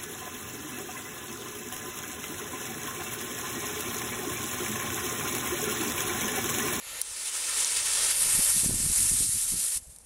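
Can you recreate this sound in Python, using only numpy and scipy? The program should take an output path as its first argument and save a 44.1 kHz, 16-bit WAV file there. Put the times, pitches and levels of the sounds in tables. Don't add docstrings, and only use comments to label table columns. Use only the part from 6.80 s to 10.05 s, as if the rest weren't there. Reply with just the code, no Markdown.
import sys
import numpy as np
from scipy import signal
from scipy.fft import rfft, irfft, next_fast_len
from scipy.io import wavfile
from scipy.ndimage import uniform_filter1d

SR = 44100
rng = np.random.default_rng(int(sys.argv[2]) if len(sys.argv) > 2 else 0)


def volts(x):
    e = np.asarray(x, float) / 20
    return 10 ** e


def wrap_up_sound(samples):
    columns = np.atleast_2d(samples).T
    tamed = np.clip(columns, -1, 1)
    steps = np.round(tamed * 32767).astype(np.int16)
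    wavfile.write(sys.argv[1], SR, steps)


N = 143325


def evened(x):
    return x / np.sqrt(np.mean(x ** 2) + 1e-20)


def curve(rows):
    s, value = np.transpose(rows)
    return np.interp(np.arange(N) / SR, s, value)


def colour(x, points):
    point_hz, point_db = np.transpose(points)
    hz = abs(np.fft.fftfreq(8192, 1 / SR))
    db = np.interp(np.log(hz + 1), np.log(point_hz + 1), point_db)
    log_gain = np.log(volts(np.maximum(db, -100)))
    taps = np.fft.ifft(np.exp(np.conj(signal.hilbert(log_gain)))).real[:4096]
    return evened(signal.oaconvolve(x, taps)[:len(x)])


def chance(seconds):
    size = max(round(seconds * SR), 2)
    once = uniform_filter1d(rng.standard_normal(N), size)
    return evened(uniform_filter1d(once, size))


def add(mix, s, sound):
    part = mix[round(s * SR):][:len(sound)]
    part += sound[:len(part)]


def lighter():
    # time_s, level_db
    gas = [(0.0, -46.5), (0.086, -39.5), (0.196, -38), (0.205, -39)]
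    # frequency_hz, relative_density_db
    gas_colour = [(180, -45), (300, -16.5), (331, -15), (404, -20), (431, -11), (553, -5.5), (720, -12),
                  (877, -10.5), (1370, -6.5), (1490, -9.5), (1870, -4.5), (4070, -5), (5850, -12.5),
                  (6900, -1), (7620, -7.5), (9140, -8.5), (10800, 0.5), (13400, -18), (15500, -29)]
    # start_s, peak_db
    snap = [(.2152, -22), (.21533, -11), (.21604, -12)]
    # pitch_hz, level_db (before differencing), t60_s
    lever = [(1900, -6, .004), (4200, -1, .0025), (5100, -4, .0025), (5900, 0, .0025), (7300, -5, .0025),
             (8800, -2, .005), (10000, 0, .0045), (11500, -8, .0025), (13800, -13, .0025)]
    gas_off_s, closing_s, rise_s = .216, 0.0051, .0001
    t, ring_s = np.arange(N) / SR, np.arange(800) / SR

    valve = np.clip((gas_off_s - t) / closing_s, 0, 1)
    out = colour(rng.standard_normal(N), gas_colour) * volts(curve(gas)) * valve

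    knock = np.zeros(len(ring_s))
    for hz, db, t60 in lever:
        knock += volts(db - 60 * ring_s / t60) * np.sin(2 * np.pi * hz * ring_s)
    knock = np.diff(knock * np.minimum(ring_s / rise_s, 1), prepend=0)
    knock /= abs(knock).max()
    for s, peak_db in snap:
        add(out, s, volts(peak_db) * knock)
    return out


def distant_air():
    # frequency_hz, relative_density_db
    air_colour = [(88, -37), (150, -3.5), (384, -7.5), (457, 0), (939, -5.5), (1340, -10), (1760, -11),
                  (5000, -20), (12000, -31), (15500, -40)]
    return volts(-66.5) * colour(rng.standard_normal(N), air_colour)


def buffeting():
    # time_s, level_db (before lumps and steadying)
    buffet = [(0.0, -70), (0.08, -66), (0.11, -58), (0.18, -59.5), (0.24, -68), (0.32, -60), (0.35, -67),
              (0.45, -66), (0.56, -68), (0.66, -61.5), (0.82, -59), (0.88, -65), (0.94, -56), (0.97, -56),
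              (1.17, -56), (1.26, -51), (1.3, -54), (1.43, -50.5), (1.46, -46), (1.53, -52), (1.55, -39),
              (1.57, -47), (1.59, -35), (1.6, -40), (1.63, -57), (1.71, -44), (1.73, -55), (1.76, -40),
              (1.81, -46.5), (1.85, -40), (1.95, -33.5), (1.97, -40), (2.06, -35.5), (2.08, -44),
              (2.1, -36), (2.12, -37), (2.14, -63), (2.18, -41.5), (2.23, -41), (2.25, -39), (2.29, -48),
              (2.32, -35), (2.38, -47), (2.41, -39), (2.47, -45), (2.49, -50), (2.52, -53), (2.55, -39),
              (2.59, -51.5), (2.69, -52.5), (2.73, -37.5), (2.74, -38.5), (2.81, -53), (2.91, -64),
              (2.94, -62), (2.97, -47.5), (3.05, -76), (3.1, -62), (3.15, -63), (3.25, -60)]
    # frequency_hz, relative_density_db
    soft = [(15, -32), (25, 5), (54, 7.5), (97, -2.5), (134, -8.5), (243, -10), (344, -13.5), (400, -19),
            (520, -43), (880, -120)]
    # frequency_hz, relative_density_db
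    strong = [(12, -52), (20, 7.5), (54, -3.5), (86, 3), (123, -2.5), (229, -7), (456, -18.5), (503, -26.5),
              (1000, -31), (1300, -32), (2200, -120)]
    soft_db, strong_db = -66, -31.5
    lump_db, lump_s, steady_s = 1.5, .01, 0.015

    level_db = curve(buffet) + lump_db * chance(lump_s)
    strength = np.clip((level_db - soft_db) / (strong_db - soft_db), 0, 1)
    noise = rng.standard_normal(N)
    gust = (1 - strength) * colour(noise, soft) + strength * colour(noise, strong)
    size = round(steady_s * SR)
    power = uniform_filter1d(uniform_filter1d(gust ** 2, size), size)
    return volts(level_db) * gust / np.sqrt(abs(power) + 0.15)


def patchy(x):
    patch_db = 0.99
    z = signal.stft(x, nperseg=512)[2]
    across_pitch = uniform_filter1d(rng.standard_normal(z.shape), 14, 0)
    field = evened(uniform_filter1d(across_pitch, 8, 1))
    return signal.istft(z * volts(patch_db * field), nperseg=512)[1][:N]


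def fuse():
    # time_s, level_db
    burn = [(0.235, -41.5), (0.26, -39), (0.38, -36), (0.4, -34.5), (0.425, -35.5), (0.479, -31),
            (0.509, -35.5), (0.549, -31), (0.629, -31.5), (0.644, -31), (0.684, -30.5), (0.719, -30.5),
            (0.829, -25.5), (0.844, -29.5), (0.864, -29.5), (0.948, -28.5), (0.973, -26), (1.033, -29.5),
            (1.063, -26), (1.098, -29), (1.138, -26.5), (1.203, -26.5), (1.233, -23.4), (1.278, -27),
            (1.313, -23.5), (1.328, -28), (1.362, -26.5), (1.422, -25), (1.562, -25.5), (1.632, -23.5),
            (1.707, -23.5), (1.742, -27), (1.767, -23.5), (1.796, -23.5), (1.831, -26), (1.856, -24.5),
            (1.886, -28), (1.921, -28), (1.966, -29.5), (2.061, -25.5), (2.111, -27.5), (2.176, -23.5),
            (2.235, -25), (2.3, -23), (2.32, -26), (2.395, -25.5), (2.455, -26), (2.49, -28.5), (2.58, -27),
            (2.635, -27), (2.659, -29.5), (2.704, -27.5), (2.754, -30.5), (2.789, -26.5), (2.849, -28.5),
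            (2.864, -29.5), (2.954, -28), (2.974, -28.5)]
    # time_s, level_db
    smoulder = [(2.983, -39), (2.997, -50), (3.05, -51.5), (3.09, -54), (3.1, -49), (3.14, -52.5),
                (3.155, -54), (3.175, -57), (3.195, -58), (3.21, -53), (3.23, -59), (3.25, -54)]
    # time_s, depth (0 in the open, 1 at the mouth, 2 inside the tube)
    burn_depth = [(.25, 0.074), (.5, 0.19), (.72, 0.061), (.83, .3), (.95, 0.043), (1.28, 0.41),
                  (1.36, 1.1), (1.55, 1.16), (1.75, 1.5), (1.9, 1.56), (2.05, 1.63), (2.15, 1.6),
                  (2.3, 1.7), (2.45, 1.85), (2.65, 1.69), (2.72, 1.69), (2.96, 1.66), (3.2, 1.6)]
    # frequency_hz, relative_density_db
    in_open = [(210, -30), (350, -21), (504, -15.5), (704, -22), (1010, -14.5), (1300, -14.5), (2070, -12),
               (2900, -10.5), (5300, -9), (7500, -6), (9090, -2.5), (10300, -7), (11300, -17.5),
               (12500, -19), (14000, -24.5), (15600, -27)]
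    # frequency_hz, relative_density_db
    at_mouth = [(210, -39), (350, -22.5), (546, -15.5), (693, -22), (825, -18), (1420, -16), (2110, -13.5),
                (3790, -12.5), (5800, -11), (7800, -7), (9090, -2), (10400, -3.5), (11500, -6.5),
                (12700, -18), (14000, -24), (15600, -41)]
    # frequency_hz, relative_density_db
    inside = [(410, -68), (700, -35.5), (908, -31.5), (1360, -28.5), (1930, -26), (4090, -17.5),
              (5970, -12.5), (7800, -7.5), (9040, -2.5), (10300, -5), (11400, -9.5), (12500, -23),
              (13800, -28), (15600, -42)]
    pops_per_s, pop_spread_db, hiss_share = 5000, 3, 0.72
    sputter_db, sputter_s, flutter_db, flutter_s = 0.69, 0.0051, 0.39, 0.075
    catch_s, catch_db = 0.14, -51

    pop_size = volts(pop_spread_db * np.minimum(rng.exponential(1, N), 5))
    pops = (rng.random(N) < pops_per_s / SR) * pop_size * rng.choice([-1., 1.], N)
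    drive = np.sqrt(1 - hiss_share) * evened(pops) + np.sqrt(hiss_share) * rng.standard_normal(N)
    drive = drive * volts(sputter_db * chance(sputter_s) + flutter_db * chance(flutter_s))

    depth = curve(burn_depth)
    tone = np.zeros(N)
    for place, spectrum in enumerate((in_open, at_mouth, inside)):
        nearness = np.maximum(1 - abs(depth - place), 0)
        tone += nearness * colour(drive, spectrum)
    level_db = curve([(catch_s - .1, -100), (catch_s, catch_db)] + list(burn) + list(smoulder))
    return patchy(tone) * volts(level_db)


def thumps():
    # middle_s, level_db (before the swing is faded), pitch_hz (negative sucks first)
    puffs = [(0.071, -51, -54), (0.315, -47, 52), (1.553, -39, -130), (1.593, -34, 107), (1.599, -31, -250),
             (1.835, -30, -170), (1.862, -21, -130), (1.896, -23, -150), (1.909, -26.5, -330),
             (2.003, -30, -130), (2.065, -27, 107), (2.101, -25, -110), (2.255, -33, -140),
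             (2.318, -30, -150), (2.408, -30.5, -150), (2.426, -35, -220), (2.494, -31, 89),
             (2.552, -37.5, -110), (2.741, -28.5, 107), (2.965, -41, -45), (3.074, -45, 43),
             (3.083, -47, -82), (3.098, -44.5, -55), (3.026, -47, -49), (2.313, -38, -500),
             (1.845, -28, 398), (1.853, -40, -600), (1.902, -38, 302), (1.943, -28, -180),
             (3.062, -55, 500)]
    fade_turns, edge = 0.29, 0.26
    out = np.zeros(N)
    for s, level_db, hz in puffs:
        turns = np.arange(-2, 2, abs(hz) / SR)
        steepening = edge * np.sin(4 * np.pi * turns) * np.exp(-(turns / 0.14) ** 2)
        swing = np.sin(2 * np.pi * turns) + steepening
        swing = swing * np.exp(-(turns / fade_turns) ** 2)
        add(out, s - 2 / abs(hz), -np.sign(hz) * volts(level_db) * swing)
    return out


def sparks():
    # start_s, level_db (of the noise, before its rise and decay), pitch_hz, t60_s
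    large_sparks = [(.784, -15, 3870, 0.004), (.802, -28, 8000, .008), (0.846, -17, 6600, 0.012),
                    (1.730, -28, 7960, .006), (3.071, -40, 9900, .01), (3.161, -39, 9450, 0.022),
                    (3.186, -36, 9400, 0.0047)]
    out, t = np.zeros(N), np.arange(1500) / SR
    for s, level_db, hz, t60 in large_sparks:
        band = [(hz / 4, -30), (hz / 1.4, -10), (hz, 0), (hz * 1.2, -10), (hz * 1.7, -40)]
        envelope = volts(level_db - 60 * t / t60) * np.minimum(t / 0.0002, 1)
        add(out, s, envelope * colour(rng.standard_normal(len(t)), band))
    return out


def yard(x):
    # delay_ms, gain (linear, signed)
    echoes = [(2.23, .15), (2.36, .07), (2.425, -.13), (3.3, .07), (3.56, -.06), (3.82, .08), (4.07, -.09),
              (6.7, .05)]
    size = next_fast_len(N + 1000)
    hz = np.fft.rfftfreq(size, 1 / SR)
    response = 1
    for ms, gain in echoes:
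        response = response + gain * np.exp(-2j * np.pi * hz * ms / 1000)
    return irfft(rfft(x, size) * response, size)[:N]


def scene():
    echoed = yard(lighter() + fuse() + sparks())
    return (echoed + buffeting() + thumps() + distant_air())[None]


def low_pass(x):
    return signal.sosfilt(signal.butter(12, 16440, fs=SR, output="sos"), x)


def record(dry):
    edge = signal.firwin(1023, 15740, window=("kaiser", 9), fs=SR)
    mix = signal.oaconvolve(dry, edge[None], "same")
    return low_pass(mix)


dry = scene()
out = record(dry)
wrap_up_sound(out)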